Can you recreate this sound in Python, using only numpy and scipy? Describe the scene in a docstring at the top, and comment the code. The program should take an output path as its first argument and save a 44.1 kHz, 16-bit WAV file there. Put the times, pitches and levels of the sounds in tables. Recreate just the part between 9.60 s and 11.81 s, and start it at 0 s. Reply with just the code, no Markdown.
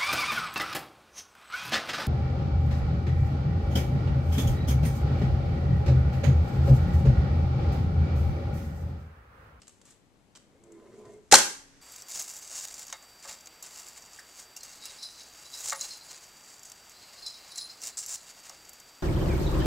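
"""Golf ball trips a mousetrap

A golf ball clicks into a sloping tube and rolls down it: noise bursts, then bumps ringing wall resonances.
Gliding hollow tones sing along. The mousetrap on a wooden table snaps and clatters: noise bursts, ringing
wire modes, a rough spring ring, wooden knocks and a thud. A small living room rings on through a noise
reverb; room tone and low buffeting lie beneath. The snap overloads the microphones."""
import sys
import numpy as np
from scipy import signal
from scipy.fft import rfft, irfft
from scipy.io import wavfile

SR = 44100
rng = np.random.default_rng(int(sys.argv[2]) if len(sys.argv) > 2 else 0)


def store_pcm(level_fs):
    """Save levels as 16-bit WAV."""
    pcm = np.round(np.clip(level_fs, -1, 1) * 32767).astype(np.int16)
    wavfile.write(sys.argv[1], SR, np.atleast_2d(pcm).T)


N = 97593
TIME = np.arange(N) / SR  # s

# left-right similarity of direct sound: (frequency [Hz], correlation [-1..1])
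NEAR_CORRELATION = [(100, 1), (900, 1), (2000, 0.97), (4500, 0.41), (8000, 0.87), (13000, 0.062)]
# left-right similarity of diffuse sound: (frequency [Hz], correlation [-1..1])
ROOM_CORRELATION = [(40, 0), (130, 0.33), (500, .92), (900, 0.32), (1500, 0.015), (3000, 0.22), (8000, 0)]
SNAP_HOLD_S = 0.0036  # flat top of each trap burst


def from_db(db):
    """Decibels to gain."""
    return 10 ** (np.asarray(db) / 20)


def rms_one(x):
    """Scale to rms 1."""
    return x / np.sqrt(np.mean(x ** 2) + 1e-20)


def level(rows):
    """Gain over time, linear in dB between (time [s], level [dB]) points."""
    return from_db(np.interp(TIME, *np.transpose(rows)))


def over_bins(points):
    """Read a (frequency [Hz], value) table at every FFT bin, on a log-frequency axis."""
    hz, value = np.transpose(points)
    bin_hz = np.arange(N // 2 + 1) * SR / N
    return np.interp(np.log(bin_hz + 1), np.log(hz), value)


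def noise(spectrum, correlation):
    """Coloured stereo noise of rms 1; the mid/side mix sets the left-right correlation per bin."""
    mid, side = rfft(rng.standard_normal((2, N)))
    alike = np.clip(over_bins(correlation), -1, 1)
    pair = np.sqrt(1 + alike) * mid + np.sqrt(1 - alike) * side * [[1], [-1]]
    return rms_one(irfft(pair * from_db(over_bins(spectrum)), N))


def drift(cutoff_hz):
    """Random wander of rms 1: low-passed noise, filter run in for 1 s."""
    sos = signal.butter(2, cutoff_hz, fs=SR, output="sos")
    return rms_one(signal.sosfilt(sos, rng.standard_normal(N + SR))[SR:])


def decay(start_s, t60_s, hold_s=0):
    """Sudden start, short hold, exponential fall."""
    falling_s = np.maximum(TIME - start_s - hold_s, 0)
    return (TIME >= start_s) * np.exp(-np.log(1000) * falling_s / t60_s)


def strike(times_s, gains, hz, t60_s):
    """One damped mode: a two-pole resonator rung by single-sample clicks."""
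    clicks = np.zeros(N) + 1e-18
    clicks[(np.asarray(times_s) * SR).astype(int)] = gains
    radius = np.exp(-np.log(1000) / (t60_s * SR))
    angle = 2 * np.pi * hz / SR
    return signal.lfilter([0, np.sin(angle)], [1, -2 * radius * np.cos(angle), radius ** 2], clicks)


def resonate(x, hz, width_hz):
    """Two-pole band-pass with peak gain 1."""
    radius = np.exp(-np.pi * width_hz / SR)
    zeros = np.array([1, 0, -1]) * (1 - radius ** 2) / 2
    poles = [1, -2 * radius * np.cos(2 * np.pi * hz / SR), radius ** 2]
    return signal.lfilter(zeros, poles, x)


def trap_metal(grain_db=1, mode_spread_db=2):
    """Each metal contact is a burst of chatter that rings bar and spring modes; a bright shiver lingers."""
    # metal contacts: (time [s], level [dB], t60 [s])
    snaps = [(1.7134, -21, 0.069), (1.7232, -8, 0.028), (1.7332, -20.5, 0.046), (1.74, -5.5, 0.021),
             (1.7507, -13, 0.035), (1.7541, -15, 0.034), (1.784, -20.5, 0.037)]
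    # burst spectrum: (frequency [Hz], level [dB])
    crack_colour = [(200, -31), (450, -13.5), (1000, -5.5), (1600, -5), (2800, -9.5), (3700, -7),
                    (4200, -4), (4700, -5.5), (6400, -1), (7900, 0), (9500, -10), (11500, -16.5),
                    (14000, -21)]
    # modes of wire bar and spring: (frequency [Hz], level [dB], t60 [s])
    wire_modes = [(1373, -30, 0.38), (1680, -39, .42), (1804, -31.5, .24), (2040, -31.5, .12),
                  (3330, -29.5, 0.31), (6110, -28, 0.3), (6340, -23, .16), (7390, -27.5, .18),
                  (7700, -28, 0.19), (8130, -31, 0.24)]
    # shiver spectrum: (frequency [Hz], level [dB])
    shiver_colour = [(300, -19.5), (700, -6), (1800, -0.5), (3000, -8.5), (6200, -3.5), (8300, -13.5),
                     (14000, -31.5)]
    shiver_db, shiver_t60_s = -61.5, 5.4

    times_s, dbs, _ = np.transpose(snaps)
    bursts = sum(from_db(db) * decay(s, t60_s, SNAP_HOLD_S) for s, db, t60_s in snaps)
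    crack = bursts * noise(crack_colour, NEAR_CORRELATION)
    crack = crack * rms_one(from_db(grain_db * drift(600)))

    def wire_channel():
        """All modes, each strike randomly stronger or weaker."""
        ring = 0
        for hz, mode_db, t60_s in wire_modes:
            spread_db = mode_spread_db * rng.standard_normal(len(times_s))
            ring = ring + strike(times_s, from_db(dbs + mode_db + spread_db), hz, t60_s)
        return ring

    wire = np.array([wire_channel(), wire_channel()])
    shiver_gain = from_db(shiver_db) * decay(times_s[1], shiver_t60_s)
    return crack + wire + shiver_gain * noise(shiver_colour, ROOM_CORRELATION)


def trap_spring():
    """Short, rough ring of the spring as the bar lands: narrow-band noise with a fast decay."""
    landing_s, spring_db, t60_s = 1.7405, -12, 0.035
    ring = rms_one(resonate(rng.standard_normal(N), hz=4220, width_hz=140))
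    return from_db(spring_db) * decay(landing_s, t60_s, SNAP_HOLD_S) * ring


def trap_wood():
    """The base kicks against the table top: pitched board modes and a dull noise thud."""
    # base-on-table knocks: (time [s], level [dB])
    knocks = [(1.7243, -10), (1.7305, -3.5), (1.7330, -1.5), (1.7448, -12)]
    # board modes: (frequency [Hz], level [dB], t60 [s])
    wood_modes = [(277.8, -59.5, 6), (374.6, -25.5, 0.098), (552.4, -20.5, 0.37), (790, -4.5, 0.032),
                  (882, -9, 0.072), (1468, -15.5, 0.055)]
    # thud spectrum: (frequency [Hz], level [dB])
    thud_colour = [(25, -21.5), (75, -27), (150, -7.5), (330, -2.5), (600, -2), (1100, -8), (1800, -3.5),
                   (3000, -25)]
    thud_db, thud_t60_s = -14.5, 0.19
    low_cut_hz = 96  # keeps the knocks free of deep bass

    times_s, dbs = np.transpose(knocks)
    knock = 0
    for k, (hz, mode_db, t60_s) in enumerate(wood_modes):
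        knock = knock + (-1) ** k * strike(times_s, from_db(dbs + mode_db), hz, t60_s)
    high_pass = signal.butter(2, low_cut_hz, "high", fs=SR, output="sos")
    thud_gain = from_db(thud_db) * decay(times_s[0], thud_t60_s)
    return signal.sosfilt(high_pass, knock) + thud_gain * noise(thud_colour, NEAR_CORRELATION)


def rolling(wobble_db=1.0, patchy_db=3):
    """Tiny random bumps ring the tube wall in patches; the air inside sings in shifting hollow tones."""
    # rumble strength: (time [s], level [dB])
    roll = [(0.75, -83), (0.9, -66.5), (1.03, -65), (1.17, -62.5), (1.38, -57), (1.43, -57.5), (1.53, -55),
            (1.62, -66.5), (1.71, -78)]
    # tube wall resonances: (frequency [Hz], width [Hz], level [dB])
    tube_modes = [(113, 14, -1), (211, 50, -2), (390.5, 120, -2), (602.7, 180, -5.5), (1090, 530, -18),
                  (2170, 90, -18)]
    # air tones that bend and swell as the ball travels, one list each: (time [s], frequency [Hz], level [dB])
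    air_tones = [
        [(1.08, 215, -77), (1.2, 216, -61), (1.33, 225.2, -68.5), (1.42, 206.3, -58), (1.47, 210, -70),
         (1.7, 213.7, -77.5)],
        [(1.0, 349, -75), (1.15, 333.5, -54), (1.23, 332.5, -65.5), (1.31, 354.5, -59), (1.36, 402.4, -55.5),
         (1.42, 431.6, -53.5), (1.47, 416, -62.5), (1.52, 399.5, -56), (1.58, 427.2, -52.5), (1.68, 425, -82)],
        [(1.02, 440.6, -75), (1.1, 441.6, -59), (1.17, 409.7, -64), (1.34, 389.1, -65.5), (1.42, 362.6, -60),
         (1.53, 350, -60.5), (1.64, 350, -77)],
        [(1.06, 1010, -84), (1.28, 1020, -67), (1.34, 1005, -74.5), (1.45, 1015, -66.5), (1.62, 1000, -86.5)],
    ]
    bumps_per_s = 6000

    bumps = (rng.random(N) < bumps_per_s / SR) * rng.standard_normal(N)
    tube = 0
    for k, (hz, width_hz, db) in enumerate(tube_modes):
        patches = from_db(db + patchy_db * drift(10))
        tube = tube + (-1) ** k * patches * resonate(bumps, hz, width_hz)
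    rumble = level(roll) * from_db(wobble_db * drift(24)) * rms_one(tube)
    tones = sum(hollow_tone(rows) for rows in air_tones)
    return (rumble + tones) * np.ones((2, 1))


def hollow_tone(rows, rough=0.42, flutter_hz=35):
    """One air resonance of the tube: a gliding sine with random flutter, silent outside its points."""
    s, hz, db = np.transpose(rows)
    phase = 2 * np.pi * np.cumsum(np.interp(TIME, s, hz)) / SR
    flutter = drift(flutter_hz) * np.cos(phase) + drift(flutter_hz) * np.sin(phase)
    tone = rms_one(np.cos(phase) + rough * flutter)
    return from_db(np.interp(TIME, s, db, left=-np.inf, right=-np.inf)) * tone


def jolts():
    """The ball jolts the tube on its stand near the end of the run: soft bumps of a few modes."""
    # jolts: (time [s], level [dB])
    bumps = [(1.453, -56.5), (1.492, -57)]
    # modes of the jolted tube: (frequency [Hz], level [dB], t60 [s])
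    modes = [(108, 1, 0.38), (665, 2, .15), (1010, -2, .12), (1850, -7, 0.083)]
    times_s, dbs = np.transpose(bumps)
    return sum(strike(times_s, from_db(dbs + db), hz, t60_s) for hz, db, t60_s in modes)


def handling(grain_db=1.0):
    """The ball clicks and scuffs against the tube: noise bursts, scraping noise and pinging modes."""
    # light contacts: (time [s], bright tick level [dB], hollow clack level [dB])
    taps = [(0.018, -62, -52.5), (0.031, -73, -59.5), (0.07, -65, -60), (0.079, -50, -58),
            (0.093, -56.5, -61), (0.215, -60.5, -60), (0.253, -55, -78), (0.306, -54, -76),
            (0.751, -61, -53.5), (0.7581, -56, -55.5), (0.765, -65, -60.5), (0.771, -65, -56),
            (1.037, -59.5, -80), (1.12, -58, -87), (1.453, -68, -62), (1.535, -61, -73)]
    # tick spectrum: (frequency [Hz], level [dB])
    tick_colour = [(2000, -15), (4500, -18.5), (6300, -4.5), (7700, 4.5), (9000, -7.5), (11000, -15),
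                   (14000, -22.5)]
    # clack spectrum: (frequency [Hz], level [dB])
    clack_colour = [(100, -25), (400, -7), (1100, -3), (2600, -6), (3120, -3), (3600, -6), (4800, -2.5),
                    (6500, -4.5), (8200, 1.5), (9500, -20.5), (14000, -24.5)]
    # scuffing along the tube wall: (time [s], level [dB])
    scuff_level = [(0, -73), (0.245, -75.5), (0.257, -61), (0.325, -62.5), (0.37, -82), (1.05, -79),
                   (1.3, -74), (1.39, -68), (1.44, -73.5), (1.52, -67), (1.6, -77.5), (1.71, -72)]
    # scuff spectrum: (frequency [Hz], level [dB])
    scuff_colour = [(500, -7.5), (1500, -4.5), (3500, -5), (5500, -5), (7600, 1), (9500, -8), (14000, -18)]
    # tube pings with some of the taps: (time [s], frequency [Hz], level [dB], t60 [s])
    ping_modes = [(0.019, 4970, -55.5, 0.029), (0.7565, 3090, -51.5, 0.047), (0.7566, 6000, -54, 0.036)]
    hold_s, tap_t60_s = 0.0026, 0.03

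    tick_gain = sum(from_db(db) * decay(s, tap_t60_s, hold_s) for s, db, _ in taps)
    clack_gain = sum(from_db(db) * decay(s, tap_t60_s, hold_s) for s, _, db in taps)
    ticks = tick_gain * noise(tick_colour, NEAR_CORRELATION)
    clacks = clack_gain * noise(clack_colour, NEAR_CORRELATION)
    scuff = level(scuff_level) * noise(scuff_colour, NEAR_CORRELATION)
    grain = rms_one(from_db(grain_db * drift(220)))
    pings = sum(strike([s], from_db(db), hz, t60_s) for s, hz, db, t60_s in ping_modes)
    return (ticks + clacks + scuff) * grain + pings


def room(x):
    """Dense reflections build up quickly and die away: convolution with shaped noise of unit energy."""
    # reverb spectrum: (frequency [Hz], level [dB])
    room_colour = [(60, -4.5), (220, 2.5), (500, -2.5), (800, -6.5), (1400, -1), (3000, -1.5), (6500, -4.5),
                   (10000, -2.5), (14000, -2)]
    t60_s, delay_s, build_s = 0.4, 0.0029, 0.0077
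    build = 1 - np.exp(-np.maximum(TIME - delay_s, 0) / build_s)
    tail = noise(room_colour, ROOM_CORRELATION) * build * decay(0, t60_s)
    response = rms_one(tail) / np.sqrt(N)
    return signal.fftconvolve(x, response, axes=1)[:, :N]


def room_tone():
    """Steady room air: coloured noise, stronger on the left."""
    # air spectrum: (frequency [Hz], level [dB])
    air_colour = [(15, -36.5), (25, -6.5), (126, -2), (280, -4), (400, -8.5), (1360, -18.5), (4140, -26.5),
                  (14000, -39)]
    air_db, pan_db = -65.5, 3  # left raised and right lowered by pan_db
    pan_gain = from_db([[pan_db], [-pan_db]])
    return from_db(air_db) * pan_gain * noise(air_colour, ROOM_CORRELATION)


def buffeting():
    """Air buffets the moving microphone: low noise that swells."""
    # buffet strength: (time [s], level [dB])
    buffet_level = [(0, -84), (1.5, -75), (1.9, -71), (2.2, -67)]
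    # buffet spectrum: (frequency [Hz], level [dB])
    buffet_colour = [(10, -10.5), (28, 0.5), (55, -10), (120, -21.5), (2000, -90.5)]
    return level(buffet_level) * noise(buffet_colour, ROOM_CORRELATION)


def scene():
    """Trap and ball, direct and through the room, over the background."""
    # (source, reverb send [dB])
    sources = [(trap_metal(), -7), (trap_spring(), -20.5), (trap_wood(), -12.5),
               (rolling() + jolts(), -9), (handling(), -6)]
    direct = sum(x for x, _ in sources)
    echoes = room(sum(from_db(wet_db) * x for x, wet_db in sources))
    return direct + echoes + room_tone() + buffeting()


def record(dry):
    """Two microphones: left lag, treble colour, soft overload, steep top cut."""
    # left treble response: (frequency [Hz], gain [dB])
    left_mic = [(1000, 0.73), (4200, 1.3), (6300, 0), (7800, 4), (10000, 3.5), (14000, 1)]
    # right treble response: (frequency [Hz], gain [dB])
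    right_mic = [(1000, 1.6), (4200, 1.67), (6500, 5), (8000, -8), (9300, -1), (14000, -9)]
    left_lag_s, ceiling, cutoff_hz = 0.00002, 0.92, 14200
    bin_hz = np.arange(N // 2 + 1) * SR / N
    lag = np.exp(-2j * np.pi * bin_hz * np.array([[left_lag_s], [0]]))
    colour = from_db([over_bins(left_mic), over_bins(right_mic)])
    heard = irfft(rfft(dry) * lag * colour, N)
    overloaded = ceiling * np.tanh(heard / ceiling)
    low_pass = signal.ellip(10, 0.2, 70, cutoff_hz, fs=SR, output="sos")
    return signal.sosfilt(low_pass, overloaded)


dry = scene()
out = record(dry)
store_pcm(out)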